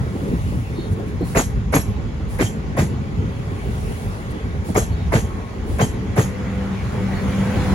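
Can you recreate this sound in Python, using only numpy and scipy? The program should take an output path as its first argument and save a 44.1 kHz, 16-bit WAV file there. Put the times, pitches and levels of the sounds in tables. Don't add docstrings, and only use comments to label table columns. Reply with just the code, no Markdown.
import sys
import numpy as np
from scipy import signal
from scipy.fft import rfft, irfft, next_fast_len
from scipy.io import wavfile
from scipy.ndimage import uniform_filter1d, map_coordinates

SR = 44100
rng = np.random.default_rng(int(sys.argv[2]) if len(sys.argv) > 2 else 0)


def to_wav(sig):
    pcm = np.clip(np.atleast_2d(sig), -1, 1) * 32767
    pcm = np.round(pcm).astype(np.int16)
    wavfile.write(sys.argv[1], SR, pcm.T)


N = 341334
T = np.arange(N) / SR


def amp(db):
    return 10 ** (np.asarray(db) / 20)


def unit(x):
    return x / np.sqrt(np.mean(x ** 2) + 1e-20)


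def along(points, hz):
    f, *cols = np.transpose(points)
    return np.squeeze([np.interp(np.log(hz + 1), np.log(f + 1), c) for c in cols])


def curves(rows):
    s, *cols = np.transpose(rows)
    return [np.interp(T, s, c) for c in cols]


def wobble(rate):
    points = rng.standard_normal(int(N * rate / SR) + 4)
    return map_coordinates(points, [T * rate])


def filtered(x, response):
    m = next_fast_len(N + SR // 4)
    spectrum = rfft(x, m) * response(np.fft.rfftfreq(m, 1 / SR))
    return irfft(spectrum, m)[..., :N]


def smooth_noise(shape, bins, frames):
    across_bins = uniform_filter1d(rng.standard_normal(shape), size=bins, axis=0)
    return uniform_filter1d(across_bins, size=frames, axis=1)


def rush(spectrum, patchy_db):
    z = signal.stft(rng.standard_normal((2, N)), nperseg=512)[2]
    patches = unit(smooth_noise(z.shape[1:], bins=5, frames=10))
    pair = signal.istft(z * amp(patchy_db * patches), nperseg=512)[1][:, :N]
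    return unit(filtered(pair, lambda hz: amp(along(spectrum, hz))))


def narrow(centre_hz, width_hz):
    peak = lambda f: 1 / (1 + ((f - centre_hz) / width_hz * 2) ** 2)
    return unit(filtered(rng.standard_normal((2, N)), peak))


def burst(bands, bend=1, uneven_db=3, grain_db=0):
    noise = rng.standard_normal((2, SR // 2))
    hz, t, z = signal.stft(noise, SR, nperseg=256, noverlap=224)
    db, arrival, rise, t60 = along(bands, hz)[:, :, None]
    age = np.maximum(t - arrival, 0)
    uneven = unit(smooth_noise(z.shape[1:], bins=1, frames=60))
    rattle = unit(smooth_noise(z.shape[1:], bins=40, frames=4))
    decay_db = -60 * (age / t60) ** bend
    swell = (1 - np.exp(-age / rise)) ** 1.5
    gain = amp(db + decay_db + uneven_db * uneven + grain_db * rattle) * swell
    pair = signal.istft(z * gain, SR, nperseg=256, noverlap=224)[1]
    loudest = np.sqrt(uniform_filter1d(pair[0] ** 2, size=SR // 25).max())
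    return pair / (2.5 * loudest)


def ring(hz, t60):
    t = np.arange(SR // 2) / SR
    wander = np.cumsum(rng.normal(0, 0.1, (2, len(t))), axis=1)
    flutter_db = 4 * map_coordinates(rng.standard_normal(60), [t * 70])
    fade = amp(flutter_db - 60 * t / t60) * (1 - np.exp(-t / 0.012))
    return fade * np.sin(2 * np.pi * hz * t + wander)


def add(track, s, sound):
    part = track[:, round(s * SR):][:, :sound.shape[1]]
    part += sound[:, :part.shape[1]]


def passing(at_s, distance_m):
    speed = 23 / 3.397
    return 1 / np.hypot(1, speed * (T - at_s) / distance_m)


# f/Hz, likeness (0-1)
PORT_LIKENESS = [(60, 0.73), (130, 0.94), (250, 0.91), (600, 0.45), (1500, 0.77), (2600, 0.21),
                 (4000, 0.11), (6500, 0.07), (8300, 1), (16000, 0.9)]
TREBLE_LAG = 8 / SR


def ports(pair, lag, alike=PORT_LIKENESS):
    turn = lambda hz: np.arccos(np.clip(along(alike, hz), 0, 1)) / 2
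    mid, side = filtered(pair, lambda hz: np.array([np.cos(turn(hz)), np.sin(turn(hz))]))
    delay = lambda hz: np.exp(np.outer([-1j, 1j], np.pi * hz * lag))
    return filtered(np.array([mid + side, mid - side]), delay)


# f/Hz, level/dB, arrival t/s, rise t/s, fall by 60 dB t/s
CRACK_BANDS = [(149, -8, 0.011, 0.0099, .13), (300, 2.5, 0.013, .014, 0.13),
               (428, 0, 0.0039, 0.0094, 0.086), (660, -6.5, 0.0011, 0.014, 0.17),
               (1150, -13, 0.00083, 0.012, 0.14), (1590, -16, .001, 0.013, 0.17),
               (2130, -14.5, 0.00028, 0.011, 0.16), (3100, -26.5, 0.006, .016, 0.17),
               (5050, -33, 0.0062, 0.011, .2), (7660, -41, 0.0056, 0.0053, 0.066)]


def rail_crack(bite_db):
    bands = [(hz, db + bite_db * (hz > 1400), *times) for hz, db, *times in CRACK_BANDS]
    return burst(bands, bend=1.54, uneven_db=2.0, grain_db=2.5)


def landing():
    pitch_hz, t60 = 287, 0.0093
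    t = np.arange(SR // 20) / SR
    fade = amp(-60 * t / t60) * (1 - np.exp(-t / 0.00049))
    wave = -fade * np.sin(2 * np.pi * pitch_hz * t)
    return np.array([wave, .2 * wave])


def thud(hz):
    t = np.arange(SR // 5) / SR
    sinking_time = t + 0.0044 * (1 - np.exp(-t / 0.0047))
    wave = -t / 0.0073 * np.exp(1 - t / 0.006) * np.sin(2 * np.pi * hz * sinking_time)
    diffuse = 0.17 * np.gradient(wave) * SR / (2 * np.pi * hz)
    return np.array([wave, diffuse])


# f/Hz, level/dB, fall by 60 dB t/s
RIM_MODES = [(3994, -17, .25), (4673, -18, .2), (5612, -14, .25), (6298, -15, .3), (6530, -5, .22),
             (6625, -5, .15), (6742, -6, .17), (7617, -13, .22), (7714, -14, .22), (8037, -15, .25),
             (10160, -13, .25), (10900, -25, .25), (11320, -19, .28)]


def wheel_rim(top_db):
    total = 0
    for hz, mode_db, t60 in RIM_MODES:
        strength_db = mode_db + top_db * (hz > 10500) + rng.normal(0, 2.5)
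        total = total + amp(strength_db) * ring(hz, t60)
    return total


# f/Hz, width f/Hz, level/dB
PLATE_RESONANCES = [(278, 140, -43), (448.7, 17, 15), (465, 46, -7), (740, 55, -12), (1224, 30, 3),
                    (1850, 63, -29), (2510, 120, -17), (3800, 180, -31)]


def plates(f):
    total = 0
    for k, (centre, width, db) in enumerate(PLATE_RESONANCES):
        resonance = 1j * f * width / (centre ** 2 - f ** 2 + 1j * f * width)
        total = total + (-1) ** k * amp(db) * resonance
    return total


# bite level/dB, thump level/dB,
# clank level/dB, wheel web level/dB, second clank level/dB; then thump f/Hz, thud delay t/s, clank delay t/s,
# rim level/dB against its clank, top rim modes level/dB against the rest, main blow delay t/s,
# blow level/dB against the crack
WHEEL_BLOWS = [(1.356, -5.5, -0.5, -4, -18, -24, -23.5, 148, .019, .001, 6, 3, .017, 3),
               (1.731, -7, 0.5, -1, -16, -23, -42, 129, .03, 0.0023, 4, 8, .017, 9),
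               (2.394, -10, 3, -0.5, -15, -13.5, -19, 95, .041, 0.0045, -5, -3, .016, 11),
               (2.775, -11.5, 1.5, 6.5, -15, -34, -25, 115, .014, 0.0022, -3.5, -2, 0.012, 4.5),
               (4.753, -7, -2, -7, -15, -21, -34, 109, .038, 0.0027, 4.5, 2, .0175, 4),
               (5.128, -8.5, 1, 4, -17.5, -24, -22, 112, .021, .0038, -1, 3, 0.0166, 2),
               (5.792, -8.5, -2, 2, -17, -16, -26.5, 115, .032, .0071, 3, -6, .013, 1),
               (6.168, -9.5, 0.5, 6.5, -16, -25, -20.5, 109, .016, .003, -1, 6, .012, 0)]
# f/Hz, level/dB, arrival t/s, rise t/s, fall by 60 dB t/s
THUMP_BANDS = [(30, -9, 0.021, 0.013, .3), (70, -2, .035, .012, .25), (133, 36, 0.032, 0.0054, 0.22),
               (245, -11, 0.04, 0.0082, 0.083), (500, -48, 0.038, 0.016, 0.053)]
CLANK_BANDS = [(2500, -41, .028, .004, .16), (4940, -7.5, 0.011, .004, 0.24),
               (7300, 5.5, 0.016, 0.0025, 0.27), (8700, -5.5, 0.027, 0.0032, 0.16),
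               (10300, -1.5, 0.016, 0.0033, 0.31), (12700, -9, 0.016, .004, 0.25),
               (13700, 2, .022, .004, 0.16), (14700, -8, 0.019, 0.0024, 0.098),
               (16100, -8, 0.017, .003, 0.063)]
LEAD_BANDS = [(4970, -2, 0.0028, 0.0025, 0.18), (8650, 11, 0.0015, 0.0015, 0.016),
              (10800, 7, 0.0014, 0.0015, 0.16), (16000, -23, 0.002, 0.0022, 0.086)]
# f/Hz, likeness (0-1)
BLOW_LIKENESS = [(60, 0.98), (130, 1), (300, .97), (550, 0.78), (900, 0.82), (1700, 0.15), (3500, .3),
                 (6500, 0.68), (11000, 0.62), (16000, 1)]


def joint():
    second_clank_s, rebound_s, rebound_db = .03, 0.0072, -4.5
    direct_hz = 605
    rail, jars, thump, clank = np.zeros((4, 2, N))
    for (s, db, bite_db, thump_db, clank_db, web_db, second_db, thump_hz, thud_delay, clank_delay,
         rim_db, top_db, blow_delay, blow_db) in WHEEL_BLOWS:
        start = s - .011
        add(rail, start, amp(db) * rail_crack(bite_db))
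        add(thump, s + blow_delay, amp(db + blow_db) * landing())
        add(thump, s + blow_delay + rebound_s, amp(db + blow_db + rebound_db) * landing())
        add(thump, start, amp(db + thump_db - 9) * burst(THUMP_BANDS))
        add(thump, s + thud_delay, amp(db + thump_db) * thud(thump_hz))
        add(rail, start + 0.03, amp(db + web_db) * ring(3195, 0.2))
        add(clank, start, amp(db + clank_db - 10.0) * burst(LEAD_BANDS))
        for after in .004, .012, .021, .03, .038, .05:
            strike = amp(db + 24 - 290 * abs(after - .021)) * rng.normal(0, 1, (2, 1))
            add(jars, s + after + rng.normal(0, 0.001635), strike)
        for after, level_db in (clank_delay, clank_db), (clank_delay + second_clank_s, second_db):
            add(clank, start + after + .02, amp(db + level_db + rim_db) * wheel_rim(top_db))
            add(clank, start + after, amp(db + level_db) * burst(CLANK_BANDS, bend=1.25, grain_db=1.5))
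    blow = rail + filtered(jars, plates)
    low = filtered(blow, lambda hz: 1 / (1 + (hz / direct_hz) ** 4))
    from_left = ports(blow - low, -12 / SR, BLOW_LIKENESS)
    all_round = ports(low + thump, -3 / SR, BLOW_LIKENESS)
    return from_left + all_round + ports(clank, TREBLE_LAG, BLOW_LIKENESS)


# t/s, level/dB, change of its deepest bass level/dB
RUMBLE_LEVELS = [(0, -18, -23), (.25, -29.5, 3), (.56, -17.5, -1), (.66, -28.5, -8), (.9, -25.5, -6),
                 (1.15, -22, -5), (1.8, -22.5, 5), (2.2, -28, 9), (2.9, -21, -4), (3.5, -23, -3),
                 (3.88, -23.5, 7), (4.0, -26.5, 1), (4.35, -28, -2), (4.8, -21, 3), (5.25, -21.5, 3),
                 (5.45, -30.5, 2), (5.65, -28.5, 13), (5.9, -25, 10), (6.35, -23.5, -16), (6.65, -26, -13),
                 (7.05, -21, -5), (7.74, -20.5, -21)]
# t/s, car body drone level/dB, rail noise level/dB
DRONE_LEVELS = [(0.0, -36.5, -43), (0.21, -33, -42.5), (0.52, -44.5, -43.5), (0.75, -38, -44.5),
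                (1.29, -38, -44.5), (1.7, -40, -46), (1.89, -38.5, -44), (2.24, -39, -45),
                (2.82, -36.5, -43), (3.17, -37, -44), (3.62, -36, -42.5), (4.05, -39.5, -42.5),
                (4.5, -37.5, -43), (5.2, -39.5, -42.5), (5.33, -37, -43.5), (5.52, -39, -44),
                (5.8, -36.5, -43), (6.59, -38, -40.5), (6.98, -37, -39.5), (7.74, -32, -33.5)]
# f/Hz, level/dB
RUMBLE_SPECTRUM = [(15, -41), (25, -82), (45, -2.5), (81, -1.5), (102, -2), (150, -9), (200, -11),
                   (260, -18.5), (440, -120)]
BODY_SPECTRUM = [(82, -1.5), (140, -0.5), (204, 3), (308, -4), (431, -7.5), (503, -8), (538, -18.5),
                 (700, -49), (910, -50), (1540, -120)]
RAIL_SPECTRUM = [(320, -37), (550, -1), (840, -0.5), (1100, -4), (1500, -5.5), (2050, -10.5), (2400, -12),
                 (2600, -11.5), (3400, -15.5), (3700, -17), (5500, -22), (6800, -21), (7800, -29),
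                 (9800, -117), (16500, -120)]
# f/Hz, width f/Hz, level/dB
BODY_RESONANCES = [(352, 47, -29.5), (414, 81, -10), (553, 24, -20)]
RAIL_RESONANCES = [(796, 39, -17.5), (1086, 66, -14.5), (1967, 340, -13), (2270, 89, -16.5),
                   (3360, 40, -25)]
# t/s, share of the power (0-1)
LEFT_SHARE = [(0, 0.73), (.45, 1), (1.2, 0.61), (2.6, 0.6), (3.7, 0.83), (4.7, 0.88), (5.3, 0.66),
              (6.6, 0.46), (7.74, 0.04)]


def rolling():
    deep_hz, body_mean_db, rail_mean_db = 60.4, -31, -39
    rumble_db, deep_db = curves(RUMBLE_LEVELS)
    body_db, rail_db = curves(DRONE_LEVELS)
    body_gain = amp(body_mean_db + body_db - body_db.mean())
    rail_gain = amp(rail_mean_db + rail_db - rail_db.mean())
    lumps = wobble(9)

    def deepen(x):
        deep = filtered(x, lambda hz: 1 / (1 + (hz / deep_hz) ** 6))
        return x + (amp(deep_db) - 1) * deep

    def rings(table):
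        return sum(amp(db + 3.0 * wobble(5)) * narrow(hz, width) for hz, width, db in table)

    def one_side():
        rumble = amp(rumble_db + 0.35 * lumps) * deepen(rush(RUMBLE_SPECTRUM, patchy_db=2.5))
        body = rush(BODY_SPECTRUM, patchy_db=2.5) + rings(BODY_RESONANCES)
        body = body_gain * amp(0.64 * lumps + 1.2 * wobble(22)) * body
        rail = rush(RAIL_SPECTRUM, patchy_db=2.25) + rings(RAIL_RESONANCES)
        return rumble + body + rail_gain * amp(0.16 * lumps) * rail

    left = np.clip(curves(LEFT_SHARE)[0], 0, 1)
    from_left = np.sqrt(left) * ports(one_side(), -14 / SR)
    from_ahead = np.sqrt(1 - left) * ports(one_side(), .1 / SR)
    return from_left + from_ahead


# t/s, low tone level/dB, high tone level/dB
HUM_LEVELS = [(5.7, -34, -55), (5.83, -29, -30), (5.9, -53, -52), (5.92, -40, -71), (5.97, -30, -44),
              (6.01, -23, -66), (6.2, -34, -34), (6.28, -30, -49), (6.68, -31, -37), (6.74, -24.5, -54),
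              (6.92, -42.5, -50), (7.02, -27.5, -33.5), (7.1, -24, -68), (7.15, -26.5, -46),
              (7.19, -32, -62), (7.23, -22, -43.5), (7.67, -28.5, -34.5), (7.74, -20, -42)]
# f/Hz, level/dB
ROAR_SPECTRUM = [(500, -33), (800, -29), (1200, 10), (1600, 4), (2300, 7.5), (2650, -6), (4000, -18),
                 (7000, -60)]
# f/Hz, likeness (0-1)
MOTOR_LIKENESS = [(200, 0.98), (500, 1), (1500, 0.62), (4000, 0.59)]


def motor():
    abreast_s, distance_m, roar_db = 8.7, 2.54, -31.5
    roar_beam = 0.93
    heard_from_s, fade_in_s = 5.87, 0.42
    tones = 0
    for hz, db in zip((193.2, 503), curves(HUM_LEVELS)):
        level = np.sqrt(2) * amp(db + 2.8 * wobble(16))
        wander = np.cumsum(rng.normal(0, 0.0038, (2, N)), axis=1)
        tones = tones + level * np.sin(2 * np.pi * hz * T + wander)
    nearness = passing(abreast_s, distance_m) ** roar_beam
    roar = amp(roar_db) * nearness * rush(ROAR_SPECTRUM, patchy_db=-3.9)
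    fade_in = np.clip((T - heard_from_s) / fade_in_s, 0, 1)
    return ports(fade_in * (tones + roar), .1 / SR, MOTOR_LIKENESS)


# abreast t/s, level/dB, distance (m)
HISS_UNITS = [(.45, -47, 3), (3.9, -43.5, 2.3), (5.28, -61, 2), (7.8, -42.5, 5.7)]
# t/s, length t/s, level/dB
TREBLE_PUFFS = [(0.903, .05, -49), (1.058, 0.059, -54), (1.233, 0.14, -39.5), (2.279, 0.12, -42),
                (4.3, 0.029, -47), (4.637, .11, -41), (5.652, 0.17, -43.5)]
# f/Hz, level/dB
HISS_SPECTRUM = [(4000, 0.5), (6000, -2), (8500, 6), (10000, 3.5), (12300, -7), (13400, 6.5), (14800, -20),
                 (16000, 4)]


def hiss():
    floor_db = -59.5
    beam_before, beam_after = 3.07, 3.2
    gain = amp(floor_db)
    for s, db, distance_m in HISS_UNITS:
        beam = np.where(T < s, beam_before, beam_after)
        gain = gain + amp(db) * passing(s, distance_m) ** beam
    gain = gain * amp(0.44 * wobble(9.5))
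    for s, length, db in TREBLE_PUFFS:
        gain = gain + amp(db) * np.sin(np.pi * np.clip((T - s) / length, 0, 1))
    return ports(gain * rush(HISS_SPECTRUM, patchy_db=1.5), TREBLE_LAG)


# t/s, length t/s, first f/Hz, last f/Hz, width f/Hz, level/dB
METAL_SQUEAKS = [(.735, .17, 3730, 3730, 260, -48.5), (0.735, .16, 4280, 4280, 300, -49),
                 (1.18, 0.11, 4170, 4170, 400, -52), (4.9, .06, 4400, 4300, 200, -52),
                 (4.91, .2, 3800, 3700, 170, -52.5), (5.17, 0.37, 1100, 1085, 35, -43),
                 (7.08, 0.2, 4500, 4330, 60, -52), (4.17, 0.29, 3430, 3440, 30, -57),
                 (3.9, .12, 3280, 3380, 80, -58)]


def squeaks():
    steady_below_hz = 60
    out = np.zeros((2, N))
    for s, length, first_hz, last_hz, width, db in METAL_SQUEAKS:
        share = np.clip((T - s) / length, 0, 1)
        swell = np.sin(np.pi * share)
        a, b = narrow(0, width)
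        noise = a + 1j * b
        rough = steady_below_hz / width + np.array([noise, noise[::-1]])
        turns = np.cumsum(first_hz + (last_hz - first_hz) * share) / SR
        tone = swell * np.real(rough * np.exp(2j * np.pi * turns))
        out = out + amp(db) * tone * np.linalg.norm(swell) / np.linalg.norm(tone[0])
    return ports(out, -10 / SR, MOTOR_LIKENESS)


# t/s, level/dB, edge level/dB against the knock
FAR_KNOCKS = [(.063, -23, -14), (.222, -17, -13), (0.152, -18, -13), (0.279, -16.5, -11),
              (0.326, -13.5, -30), (0.465, -23, -25), (0.52, -17.5, -12), (0.577, -23, -33),
              (0.779, -17.5, -34), (0.994, -23.5, -6.5), (1.059, -22.5, -29), (1.208, -13, -13),
              (2.917, -30, -17), (3.119, -34, -22), (4.204, -37, -28), (4.686, -15.5, -9),
              (5.707, -20, -15), (6.041, -32, -12), (6.382, -35, -11)]
# f/Hz, level/dB, arrival t/s, rise t/s, fall by 60 dB t/s
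KNOCK_BANDS = [(60, -13, .008, .008, 0.15), (147, 8, 0.013, 0.0054, 0.27), (340, 5, 0.0014, 0.0016, 0.078),
               (700, -29, 0.0008, 0.0078, 0.063), (2000, -64, .001, 0.0056, 0.045)]
EDGE_BANDS = [(250, -14, .004, .002, 0.074), (500, -1, 0.0069, 0.0026, 0.15),
              (900, -16, 0.0051, 0.0024, 0.093), (2500, -37, 0.0059, .002, .04)]


def knocks():
    snap_db = 11
    far = np.zeros((2, N))
    for s, db, edge_db in FAR_KNOCKS:
        add(far, s - .004, amp(db) * (burst(KNOCK_BANDS) + amp(edge_db) * burst(EDGE_BANDS)))
        add(far, s + 0.0028, amp(db + edge_db + snap_db) * landing())
    return ports(far, -10 / SR)


def scene():
    return joint() + rolling() + motor() + hiss() + squeaks() + knocks()


def record(dry):
    top_hz = 15870
    x = filtered(dry, lambda hz: 1 / (1 + (36 / (hz + 1)) ** 4))
    x = x / (1 + np.abs(x / .95) ** 6) ** (1 / 6)
    return filtered(x, lambda hz: hz < top_hz)


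dry = scene()
out = record(dry)
to_wav(out)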